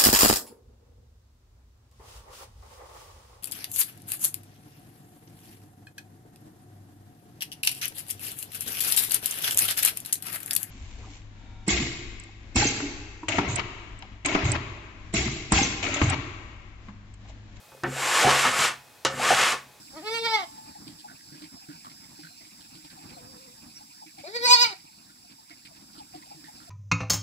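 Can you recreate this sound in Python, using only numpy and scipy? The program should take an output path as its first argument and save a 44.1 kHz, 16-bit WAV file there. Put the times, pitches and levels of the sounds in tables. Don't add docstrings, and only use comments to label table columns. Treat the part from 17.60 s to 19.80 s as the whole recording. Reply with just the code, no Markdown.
import sys
import numpy as np
from scipy import signal
from scipy.io import wavfile
from scipy.ndimage import uniform_filter1d, map_coordinates

SR = 44100
rng = np.random.default_rng(int(sys.argv[2]) if len(sys.argv) > 2 else 0)


def to_wav(sig):
    pcm = np.clip(np.atleast_2d(sig), -1, 1) * 32767
    pcm = np.round(pcm).astype(np.int16)
    wavfile.write(sys.argv[1], SR, pcm.T)


def decibels_to_gain(level_db):
    exponent = np.asarray(level_db, float) / 20
    return 10 ** exponent


N = 97020

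# (per Hz, relative)
AIR_SPECTRUM = [(15, -65), (25, -16), (126, -6), (194, -12.5), (744, -8.5), (829, -14.5), (923, -11),
                (2430, -15), (3020, -18.5), (3270, -15), (15600, -23)]
# pitch_hz, level_db (rms, before its small wavering)
WHINE_TONES = [(839.8, -67), (2519, -67)]
# frequency_hz, t60_s
ROOM_DECAY = [(200, 0.2), (1500, 0.27), (8000, 0.14)]
# pitch_hz, level_db (relative), t60_s
TABLE_MODES = [(69.4, -8, 0.57), (90, -27, .15), (136, 6, 0.67), (155, 2, 0.11), (204, 2.5, 0.36),
               (253, 10, 0.19), (326, -11.5, 0.22), (380, -21, 0.13)]
# start_s, level_db (peak of one thud alone, before panning)
THUD_EVENTS = [(0.121, -50), (0.234, -27.5), (0.649, -19), (0.851, -45), (0.906, -34), (.99, -31),
               (1.452, -31), (1.71, -39), (1.77, -48), (1.93, -44)]
# pitch_hz, level_db (relative), t60_s
SHELL_MODES = [(357, -9.5, .07), (412.3, -7, 0.097), (534, 1, 0.077), (619.5, -13.5, 0.12),
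               (741.6, 7.5, 0.033), (895, 0.5, .04), (1060, -2, 0.017), (1123, -10, 0.055),
               (1190, -1, 0.048), (1291, 1, 0.053), (1348, -10.5, .05), (1463, 1.5, 0.025),
               (1730, 0.5, 0.016), (1770, -2, 0.023), (2190, -2, 0.028), (2860, -9, 0.024),
               (5000, -23, .02)]
# start_s, level_db (relative), hardness_hz, rattle_t60_s, struck_part_hz
BLOW_EVENTS = [(0.118, -43.5, 1390, 0.14, 945), (.146, -42.5, 910, 0.039, 514), (.17, -50, 800, 0.046, 400),
               (0.2353, -16.5, 2050, 0.13, 372), (0.269, -26, 600, 0.042, 387),
               (.642, -12.5, 1030, 0.046, 696), (0.652, -17.5, 990, 0.06, 660),
               (0.668, -14, 794, 0.053, 431), (.68, -14, 1320, 0.039, 720),
               (0.851, -15.5, 1480, 0.046, 1130), (1.028, -33, 1520, 0.026, 1200),
               (1.4495, -12.5, 8600, 0.16, 2860), (1.47, -21, 3000, 0.025, 2860),
               (1.5, -31, 3000, .03, 2860), (1.704, -12.5, 1200, 0.01, 730), (1.721, -28, 1190, 0.14, 735),
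               (1.864, -19, 1630, 0.025, 1270), (1.921, -21.5, 8000, 0.024, 1130)]
# (per Hz, relative)
GRIT_SPECTRUM = [(200, -28.5), (350, -13.5), (700, -7), (1420, -0.5), (2800, -3.5), (4280, -10),
                 (6300, -12), (7500, -15), (9000, -16.5), (12900, -30.5), (14000, -44), (17000, -110)]
# (per Hz, relative)
SHAVINGS_SPECTRUM = [(3000, -28), (6200, -8.5), (7400, 3.5), (8800, -8), (12900, -14), (14200, -29),
                     (17000, -78)]
# time_s, speed_db, shell_pressure_db, table_weight_db, shavings_under_edge_db
SWEEP_PATHS = [
    [(0.26, -52, 11, 26, -13), (0.302, -47.5, 12.5, -3, 0.5), (0.406, -32.5, 4, -36, -2),
     (0.562, -24.5, -1, -29, -5), (0.628, -22.5, 5.5, -23, -7.5), (0.658, -26, 7, -8, -12),
     (0.694, -22.5, 9.5, -11, -13), (0.818, -27, -4, -36, -1.5), (0.86, -24.5, 8.5, -6, -13),
     (0.92, -31.5, 0.5, -16.5, -5), (0.964, -29.5, 7, -25, -5), (1.012, -25.5, 1, -12, -3),
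     (1.046, -22.5, -10, -28, -7.5), (1.086, -29.5, -1, -29, -8), (1.182, -55.5, 0, -6, -25),
     (1.24, -64, -5, -26, -6)],
    [(1.5, -42.5, 6, -17, -12), (1.538, -46.5, 20, 9, 1), (1.584, -39, 10, -2, -5),
     (1.63, -28, 7.5, -26, -8.5), (1.692, -25, 7, -21, -7), (1.722, -24, 11, -24, -13),
     (1.764, -26, 1, -13, -6), (1.814, -22.5, 0.5, -31, -10), (1.834, -23, 4, -17, -12),
     (1.862, -24, -8, -14, -10.5), (1.92, -28, -3, -39, -5), (1.938, -32, 9.5, -30, -15),
     (2.008, -51.5, 4, -16, -20), (2.1, -67, -1, 10, -7)],
]
# time_s, favoured_hz
CONTACT_PATH = [(.3, 380), (.42, 1044), (.6, 1150), (.64, 700), (.67, 706), (.69, 1060), (.75, 1180),
                (.85, 1190), (.97, 1410), (1.04, 1240), (1.12, 1240), (1.5, 527), (1.57, 422), (1.63, 1130),
                (1.69, 1190), (1.71, 720), (1.74, 735), (1.78, 1260), (1.87, 1350), (1.92, 1120),
                (1.97, 1120)]

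AIR_DB, AIR_SIDE_DB = -54.5, -8
ROOM_DB, ROOM_LOW_HZ = -13, 365
PAN_DB = 0.25
PUSH_S = 0.0045
FAVOUR_DB, FAVOUR_OCTAVES = 17, 0.11
CRACK_T60_S, CRACK_REACH, CRACK_TOP_HZ = 0.016, 3.4, 10260
TICK_DB, RATTLE_DB = 1.5, -4.5
HARD_HZ = 3160
SHELL_LOW_HZ, SHELL_TOP_HZ = 278, 3000
GRIT_PER_S, GRIT_SPREAD_DB, CLUMP_DB = 9000, 0.5, 0.5
SHIFT_DB = 3
GRIT_DB, SHAVINGS_DB, SHELL_DB, TABLE_DB = 3, -2.5, -8, -1.5


def evened(x):
    return x / np.sqrt(np.mean(x ** 2) + 1e-20)


def read(points, hz):
    f, value = np.transpose(points)
    return np.interp(np.log(hz + 1), np.log(f + 1), value)


def coloured(x, points):
    hz = abs(np.fft.fftfreq(4096, 1 / SR))
    log_gain = np.log(decibels_to_gain(np.maximum(read(points, hz), -100)))
    response = np.exp(np.conj(signal.hilbert(log_gain)))
    taps = np.fft.ifft(response).real[:2048]
    return signal.oaconvolve(x, taps)[:N]


def passed(x, hz, kind):
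    sos = signal.butter(3, np.clip(hz, 20, 18000), kind, fs=SR, output="sos")
    return signal.sosfilt(sos, x)


def wander(per_s):
    knots = rng.standard_normal(400)
    return map_coordinates(knots, [np.arange(N) * per_s / SR], order=1)


def ring(x, hz, db, t60):
    radius = 10 ** (-3 / (max(t60, 0.003) * SR))
    poles = [1, -2 * radius * np.cos(2 * np.pi * hz / SR), radius ** 2]
    return decibels_to_gain(db) * signal.lfilter([0.5, 0, -0.5], poles, x)


def body(x, modes):
    return sum(ring(x, *mode) for mode in modes)


def favour(hz, part_hz):
    octaves = np.log2(hz / part_hz)
    return FAVOUR_DB * np.exp(-(octaves / FAVOUR_OCTAVES) ** 2)


def air():
    mid, side = (evened(coloured(rng.standard_normal(N), AIR_SPECTRUM)) for _ in range(2))
    hiss = decibels_to_gain(AIR_DB) * (mid + decibels_to_gain(AIR_SIDE_DB) * np.outer([1, -1], side))
    t = np.arange(N) / SR
    whine = np.zeros(N)
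    for hz, db in WHINE_TONES:
        level = np.sqrt(2) * decibels_to_gain(db + 1.8 * wander(9.5))
        whine += level * np.sin(2 * np.pi * hz * t)
    return hiss + whine


def room(x):
    shape = (2, SR // 2)
    taps = rng.choice([-1., 1.], shape) * (rng.random(shape) < 0.06)
    taps[:, :120] = 0
    hz, t, bands = signal.stft(taps, SR, nperseg=256)
    decay = decibels_to_gain(-60 * t / read(ROOM_DECAY, hz)[:, None])
    tail = signal.istft(bands * decay, SR, nperseg=256)[1]
    tail = tail / np.linalg.norm(tail, axis=1)[:, None]
    return signal.fftconvolve(x[None], tail, axes=1)[:, :N]


def thuds():
    push = np.exp(-np.arange(N) / SR / PUSH_S)
    thud = body(push, TABLE_MODES)
    at = np.zeros(N)
    for start_s, db in THUD_EVENTS:
        at[round(start_s * SR)] = decibels_to_gain(db)
    return signal.fftconvolve(at, thud / abs(thud).max())[:N]


def blows():
    out = np.zeros(N + SR)
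    t = np.arange(SR // 2) / SR
    for start_s, db, hard_hz, t60, part_hz in BLOW_EVENTS:
        chatter = rng.standard_normal(len(t)) * np.minimum(t / 0.00026, 1)
        rattle = passed(chatter, hard_hz, "low") * decibels_to_gain(-60 * t / max(t60, 0.005))
        crack = passed(chatter * decibels_to_gain(-60 * t / CRACK_T60_S), CRACK_REACH * hard_hz, "low")
        shell = sum(ring(rattle, hz, mode_db + favour(hz, part_hz), ring_s)
                    for hz, mode_db, ring_s in SHELL_MODES)
        direct = decibels_to_gain(TICK_DB) * crack / abs(crack).max()
        direct = direct + decibels_to_gain(RATTLE_DB) * rattle / abs(rattle).max()
        for _ in range(2):
            direct = passed(direct, CRACK_TOP_HZ, "low")
        directness = np.tanh((hard_hz / HARD_HZ) ** 2)
        sound = shell / abs(shell).max() + directness * direct
        out[round(start_s * SR):][:len(t)] += decibels_to_gain(db) * passed(sound, SHELL_LOW_HZ, "high")
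    return out[:N]


def clicks():
    uneven = np.minimum(rng.exponential(1, N), 5)
    size = decibels_to_gain(GRIT_SPREAD_DB * uneven + CLUMP_DB * wander(70))
    return size * rng.choice([-1., 1.], N) * (rng.random(N) < GRIT_PER_S / SR)


def scrape():
    t = np.arange(N) / SR
    moving = np.zeros(N)
    for path in SWEEP_PATHS:
        start_s, end_s = path[0][0], path[-1][0]
        moving += np.interp(t, [start_s, start_s + 0.0067, end_s - 0.02, end_s], [0, 1, 1, 0])
    rows = np.vstack(SWEEP_PATHS)
    speed_db, press_db, weight_db, shavings_db = (np.interp(t, rows[:, 0], column) for column in rows.T[1:])
    part_hz = np.interp(t, *np.transpose(CONTACT_PATH))
    speed = moving * decibels_to_gain(speed_db)
    edge = clicks()

    shell = np.zeros(N)
    for hz, db, t60 in SHELL_MODES:
        swell_db = SHIFT_DB * wander(12) + favour(hz, part_hz)
        shell += ring(edge * decibels_to_gain(swell_db), hz, db, t60)
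    shell = passed(shell, SHELL_TOP_HZ, "low")
    shell /= np.sqrt(uniform_filter1d(shell ** 2, 4000) + 1e-12)

    table = body(edge * speed * decibels_to_gain(weight_db), TABLE_MODES)
    table = table / np.std(body(edge, TABLE_MODES))

    grit = decibels_to_gain(GRIT_DB) * evened(coloured(edge, GRIT_SPECTRUM))
    shavings = decibels_to_gain(SHAVINGS_DB + shavings_db) * evened(coloured(clicks(), SHAVINGS_SPECTRUM))
    housing = speed * (grit + shavings + decibels_to_gain(SHELL_DB + press_db) * shell)
    return housing, decibels_to_gain(TABLE_DB) * table


def scene():
    housing, table = scrape()
    housing = housing + blows()
    reflections = decibels_to_gain(ROOM_DB) * room(passed(housing, ROOM_LOW_HZ, "high"))
    pan = decibels_to_gain(np.array([[PAN_DB], [-PAN_DB]]))
    return (housing + table + thuds()) * pan + reflections + air()


def roll_off(x):
    return signal.sosfilt(signal.butter(12, 15760, fs=SR, output="sos"), x)


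def record(dry):
    mix = passed(dry, 64, "high")
    return roll_off(mix)


dry = scene()
out = record(dry)
to_wav(out)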